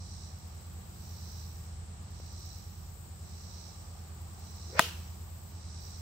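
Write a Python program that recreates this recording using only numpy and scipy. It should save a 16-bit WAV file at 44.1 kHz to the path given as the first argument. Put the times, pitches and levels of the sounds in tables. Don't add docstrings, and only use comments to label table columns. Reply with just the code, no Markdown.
import sys
import numpy as np
from scipy import signal
from scipy.fft import rfft, irfft, next_fast_len
from scipy.io import wavfile
from scipy.ndimage import map_coordinates

SR = 44100
rng = np.random.default_rng(int(sys.argv[2]) if len(sys.argv) > 2 else 0)


def unload_audio(sound):
    columns = np.transpose(np.atleast_2d(sound))
    steps = np.round(np.clip(columns, -1, 1) * 32767)
    wavfile.write(sys.argv[1], SR, steps.astype(np.int16))


N = 265041
T = np.arange(N) / SR

# f/Hz, coherence
DIFFUSE_COHERENCE = [(60, 0.89), (300, 0.64), (1000, 0), (3000, 0), (8000, 0.0015)]
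# f/Hz, relative level/dB
LEAF_SPECTRUM = [(120, -21), (200, -3.5), (223, -14), (366, -10.5), (464, -14), (929, -14), (2150, -22),
                 (3660, -22.5), (4810, -21.5), (6690, -25.5), (7890, -14.5), (9300, -36), (10200, -40.5),
                 (14200, -30), (15800, -35)]
# f/Hz, left minus right/dB
LEAF_BALANCE = [(60, -1.0), (110, -6), (200, 0), (380, -3.5), (700, 0.5), (1290, -2), (2380, -0.5),
                (4400, -3), (8120, -1.5), (15000, 4)]
# f/Hz, width/Hz, gain per filter pass/dB
DRONE_BANDS = [(362, 116, -3), (780, 196, 1), (1203, 113, 0.5)]
# f/Hz, width/Hz, gain per filter pass/dB
CHORUS_BANDS = [(7025, 79, 9), (8044, 1010, 6.5)]
# multiple of the cycle rate, relative level/dB
ENGINE_ORDERS = [(4, -24), (5, -25), (6, -13), (7, -11), (8, -22), (9, 0), (10, -5), (11, -22), (12, -12),
                 (13, -18), (14, -17), (15, -20), (16, -16), (17, -24), (18, -15), (19, -22), (20, -17),
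                 (21, -21), (22, -20), (24, -23)]
# f/Hz, relative level/dB
RUMBLE_SPECTRUM = [(20, -26), (35, -10), (55, -2.5), (80, 1.5), (120, -8.5), (190, -15), (240, -18.5),
                   (300, -41)]
# t/s, gain/dB
IDLE_GAIN = [(0, -47), (1.3, -47), (2.1, -46), (3.2, -48), (4.3, -48.5), (4.6, -47), (6.01, -47.5)]
TICK_TIMES = [.385, .4733, .5467, .609, .6669, .73, .7894, .865, 2.0228, 2.1045, 2.1939, 2.2623, 2.3236,
              2.393, 2.4558, 2.5178, 2.5726, 4.0761, 4.145, 4.2113, 4.275, 4.3331, 4.3909, 4.446, 4.504,
              4.5597]
# start/s, rise/s, hold/s, level/dB
WING_BUZZES = [(.05, 1.0, .58, -64), (2.1, 0.46, 0.51, -65), (2.7, .3, 1.6, -68), (4.4, .45, .66, -64),
               (5.79, 0.019, .08, -64), (5.96, .02, .2, -63.5)]
# f/Hz, relative level/dB
WING_SPECTRUM = [(8500, -48), (10000, -20), (12000, -10), (13800, -3), (15700, -3.5), (15850, -99)]
# f/Hz, width/Hz, gain per filter pass/dB
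CICADA_MODES = [(4010, 550, -2.5), (4900, 404, -0.5), (5570, 435, 1), (6025, 300, 0.5), (6520, 400, -3.5)]
# t from the crest/s, level relative to the crest/dB, pulse rate/Hz
CICADA_SWELL = [(-.53, -16, 58), (-.36, -4.5, 69), (-.13, 0.5, 69), (0, -0.5, 75), (.1, -7.5, 73),
                (.33, -11.5, 70), (.45, -19, 94)]
# t/s, level/dB
CICADA_CRESTS = [(.26, -55.5), (1.42, -55), (2.56, -55), (3.68, -55), (4.82, -54.5), (5.97, -55)]
# t/s, level/dB, f/Hz
GRASS_TAPS = [(2.2, -35, 486)]
# f/Hz, T60/s
TREE_DECAY = [(200, 0.45), (2000, 0.67), (8000, 0.31), (16000, 0.3)]
# f/Hz, relative level/dB
SOIL_SPECTRUM = [(530, -33), (900, -16), (1250, -15), (1420, -17.5), (3110, -3), (3380, -6.5), (3770, -7),
                 (6250, -11), (8550, -18), (13500, -17), (16000, -20)]
# f/Hz, level/dB, T60/s
FACE_MODES = [(680, -11.5, .028), (1050, -29, .03), (1250, -30, .02), (1900, -28, .02), (2450, -20, .022),
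              (3400, -28, .008), (5000, -12, .004), (8100, -13, .003)]
# delay/s, left gain/dB, right gain/dB
REFLECTIONS = [(.0022, -20, -12), (.0032, -5.5, -20), (.0058, -17, -20)]

TOP_HZ, AIR_TOP_HZ = 16995, 15850
ENGINE_CYCLE_HZ = 9.03
BUZZ_HZ, BUZZ_RISE_DB, BUZZ_FALL_DB_PER_S = 53.2, 10.5, 150
TICK_DB, TICK_HOLD_S, TICK_T60 = -63, .006, .025
DIVOT_S, DIVOT_DB, DIVOT_HOLD_S, DIVOT_T60 = 4.797, -36.5, 0.024, 0.28
SETTLE_DB, SETTLE_T60 = -11.5, 0.97
FIZZ_S, FIZZ_DB, FIZZ_RISE_S, FIZZ_HOLD_S, FIZZ_T60 = 4.808, -44, .012, .018, 0.38
FIZZ_HZ, SAG_HZ_PER_S = 3030, 2000
SPEED_UP_S, SPEED_KEPT, SLOW_DOWN_S = .15, .86, .2
EDDY_HZ, EDDY_DB, HISS_DB = 664, -41.5, -34.5
EDDY_DB_PER_DECADE, HISS_DB_PER_DECADE = 30, 118
PASS_S, SWUNG_PAST_DB = 0.031, -3.5
STRIKE_S = 4.7937
THUD_DELAY_S, THUD_HZ, THUD_WIDTH_S, THUD_DB = .0046, 200, .0022, -22.5


def amp(db):
    return 10 ** (np.asarray(db) / 20)


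def unit(x):
    return x / np.sqrt(np.mean(x ** 2) + 1e-20)


def pan(db):
    return amp([[db / 2], [-db / 2]])


def spectrum(table, hz):
    f, db = np.transpose(table)
    return amp(np.interp(np.log(hz + 1), np.log(f + 1), db, -120, -120))


def resonances(table, hz):
    return sum((-1) ** k * amp(db) * 1j * hz * width / (centre ** 2 - hz ** 2 + 1j * hz * width)
               for k, (centre, width, db) in enumerate(table))


def curves(rows):
    times, *columns = np.transpose(rows)
    return [np.interp(T, times, column) for column in columns]


def wobble(rate):
    t = T[::max(1, int(SR / rate / 16))]
    knots = rng.standard_normal(int(N * rate / SR) + 4)
    return np.interp(T, t, map_coordinates(knots, [t * rate]))


def burst(start, rise, hold, t60):
    t = T - start
    return np.clip(t / rise, 0, 1) * amp(-60 * np.clip(t - rise - hold, 0, None) / t60)


def pulsing(rate, depth, sharp):
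    cycles = np.cumsum(rate * (1 + 0.041 * wobble(32))) / SR
    return 1 - depth + 2 * depth * np.abs(np.sin(np.pi * cycles)) ** (2 * sharp)


def rough_tone(hz, width_hz, steady):
    phase = 2 * np.pi * np.cumsum(hz) / SR
    return unit((steady + wobble(width_hz)) * np.sin(phase) + wobble(width_hz) * np.cos(phase))


def filtered(x, response):
    size = next_fast_len(N + SR // 2)
    return irfft(rfft(x, size) * response(np.fft.rfftfreq(size, 1 / SR)), size)[..., :N]


def noise(coherence=None):
    def mid_side_gains(hz):
        f, diffuse = np.transpose(DIFFUSE_COHERENCE)
        alike = np.interp(np.log(hz + 1), np.log(f), diffuse) if coherence is None else [coherence]
        angle = np.arccos(alike) / 2
        return np.array([np.cos(angle), np.sin(angle)])
    mid, side = filtered(rng.standard_normal((2, N)), mid_side_gains)
    return np.array([mid + side, mid - side])


def ambience():
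    balance = lambda hz: pan(np.interp(hz, *np.transpose(LEAF_BALANCE)))[:, 0]
    leaves = amp(-56.5 + 0.78 * wobble(1.64))
    leaves = leaves * unit(filtered(noise(), lambda hz: spectrum(LEAF_SPECTRUM, hz) * balance(hz)))
    drone = amp(-64.5 + 1.3 * wobble(1.0))
    drone = drone * unit(filtered(noise(), lambda hz: resonances(DRONE_BANDS, hz) ** 2))
    chorus = unit(filtered(noise(), lambda hz: resonances(CHORUS_BANDS, hz) ** 2 * (hz < 8900)))
    chorus *= amp(-62 + .9 * wobble(5))
    return leaves + drone * pan(-1.36) + chorus * pan(5.0)


def engine():
    phase = 2 * np.pi * np.cumsum(ENGINE_CYCLE_HZ * (1 + 0.0027 * wobble(1.234))) / SR
    tones = np.zeros(N)
    for order, db in ENGINE_ORDERS:
        gain = amp(db + 1.2 * wobble(4))
        offset = rng.uniform(0, 2 * np.pi) + .4 * wobble(1.5)
        tones += gain * np.cos(order * phase + offset)
    rumble = filtered(noise(), lambda hz: spectrum(RUMBLE_SPECTRUM, hz))
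    rumble = unit(rumble * (1 + 0.089 * np.cos(phase)))
    left, right = amp(curves(IDLE_GAIN)[0]) * (amp(2.0) * unit(tones) + amp(-6) * rumble) * pan(-1.16)
    return np.array([np.roll(left, -10), right])


def katydid():
    db = np.full(N, -120.)
    for start, rise, hold, top_db in WING_BUZZES:
        rise_db = np.interp(T, [start, start + rise], [-BUZZ_RISE_DB, 0], -120)
        fall_db = BUZZ_FALL_DB_PER_S * np.clip(T - start - rise - hold, 0, None)
        db = np.maximum(db, top_db + rise_db - fall_db)
    buzz = amp(db) * pulsing(BUZZ_HZ, depth=np.clip((db + 68.5) / 16, 0, .45), sharp=0.55)
    onsets = np.zeros(N)
    tick_samples = np.round(np.array(TICK_TIMES) * SR).astype(int)
    onsets[tick_samples] = amp(TICK_DB + 1.5 * rng.standard_normal(len(TICK_TIMES)))
    ticks = signal.fftconvolve(onsets, burst(0, 0.00076, TICK_HOLD_S, TICK_T60)[:SR // 10])[:N]
    envelope = np.hypot(buzz, ticks)
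    white = noise(coherence=0.12)
    wing = lambda hz: spectrum(WING_SPECTRUM, hz)
    return filtered(envelope * white, wing) / np.std(filtered(white, wing)) * pan(5.5)


def cicada():
    db, rate = curves([(crest_s + dt, crest_db + relative_db, pulse_hz)
                       for crest_s, crest_db in CICADA_CRESTS
                       for dt, relative_db, pulse_hz in CICADA_SWELL])
    pulses = noise(coherence=0.13) * pulsing(rate, depth=0.25, sharp=1.0)
    body = filtered(pulses, lambda hz: resonances(CICADA_MODES, hz) ** 2)
    return amp(db) * unit(body) * pan(-6.5)


def grass_tap(t60=0.0065):
    out = np.zeros(N)
    for start, db, hz in GRASS_TAPS:
        t = np.clip(T - start, 0, None)
        out += amp(db - 60 * t / t60) * np.sin(2 * np.pi * hz * t)
    return out


def tree_echo(source):
    hz, t, bands = signal.stft(rng.standard_normal((2, SR // 2)), SR, nperseg=256)
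    t60 = np.interp(hz, *np.transpose(TREE_DECAY))[:, None]
    bands = bands * amp(-60 * t / t60) * (hz < AIR_TOP_HZ)[:, None]
    tail = signal.istft(bands, SR, nperseg=256)[1]
    delayed = np.pad(source, (200, 0))[None]
    return signal.fftconvolve(delayed, tail / np.linalg.norm(tail[0]), axes=1)[:, :N]


def divot():
    grit = amp(1.9 * np.array([wobble(700), wobble(700)]) + 0.51 * wobble(120))
    soil = lambda hz: spectrum(SOIL_SPECTRUM, hz) * (hz < AIR_TOP_HZ)
    spray = unit(filtered(noise(coherence=0.1) * grit, soil))
    tearing = burst(DIVOT_S, 0.0044, DIVOT_HOLD_S, DIVOT_T60)
    settling = amp(SETTLE_DB) * burst(DIVOT_S, 0.00397, DIVOT_HOLD_S, SETTLE_T60)
    return amp(DIVOT_DB) * (tearing + settling) * spray


def ball_flight():
    hz = FIZZ_HZ - SAG_HZ_PER_S * np.clip(T - FIZZ_S, 0, .2)
    centre = rough_tone(hz, width_hz=450, steady=.4)
    sides = np.array([rough_tone(hz, width_hz=510, steady=.3) for _ in "LR"])
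    envelope = amp(FIZZ_DB) * burst(FIZZ_S, FIZZ_RISE_S, FIZZ_HOLD_S, FIZZ_T60)
    return envelope * (0.65 * centre + 0.78 * sides)


def swing():
    t = T - STRIKE_S
    downswing = np.exp(-np.abs(t) / SPEED_UP_S)
    follow_through = SPEED_KEPT * np.exp(-np.abs(t) / SLOW_DOWN_S)
    speed = np.where(t < 0, downswing, follow_through) + 1e-6
    hz = EDDY_HZ * speed
    eddies = rough_tone(hz, width_hz=220, steady=.6) * pan(1.5)
    eddies *= amp(EDDY_DB + EDDY_DB_PER_DECADE * np.log10(speed))
    low, high = [np.array([rough_tone(ratio * hz, width_hz=ratio * 900, steady=0) for _ in "LR"])
                 for ratio in (2.6, 6)]
    hiss = amp(HISS_DB + HISS_DB_PER_DECADE * np.log10(speed)) * (low + speed ** 6 * high)
    passing_db = -(t / PASS_S) ** 2 + SWUNG_PAST_DB * (t > 0)
    return amp(passing_db) * (eddies + hiss)


def strike():
    t = np.clip(T - STRIKE_S, 0, None)
    cycles = 900 * t + .5 * (1 - np.exp(-t / .0003))
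    squash = -np.sin(2 * np.pi * cycles) * np.exp(-((t - .0004) / .0006) ** 2)
    ring = -sum(amp(db - 60 * t / t60) * np.sin(2 * np.pi * hz * t) for hz, db, t60 in FACE_MODES)
    crack = amp(-1.8) * squash + ring * (1 - np.exp(-t / .0004))
    out = np.array([np.roll(crack, 2) * amp(-1.5), crack])
    for delay, left_db, right_db in REFLECTIONS:
        out += amp([[left_db], [right_db]]) * np.roll(crack, round(delay * SR))
    snap_bands = lambda hz: resonances([(2172, 3000, -1), (12500, 11300, -15.0)], hz)
    snap = unit(filtered(noise(coherence=0.18), snap_bands))
    out += amp(-13.0 - 60 * t / 0.015) * snap * (t > 0) * pan(1.5)
    thud_t = T - STRIKE_S - THUD_DELAY_S
    thud = -np.sin(2 * np.pi * THUD_HZ * thud_t) * np.exp(-(thud_t / THUD_WIDTH_S) ** 2)
    return out + amp(THUD_DB) * thud


def scene():
    hit = strike()
    golf = hit + amp(-23.5) * tree_echo(hit[1]) + swing() + ball_flight() + divot() + grass_tap()
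    return golf + engine() + ambience() + cicada() + katydid()


def record(dry):
    soft = dry / (1 + np.abs(dry / .92) ** 6) ** (1 / 6)
    return filtered(soft, lambda hz: np.clip((TOP_HZ - hz) / 80, 0, 1))


dry = scene()
out = record(dry)
unload_audio(out)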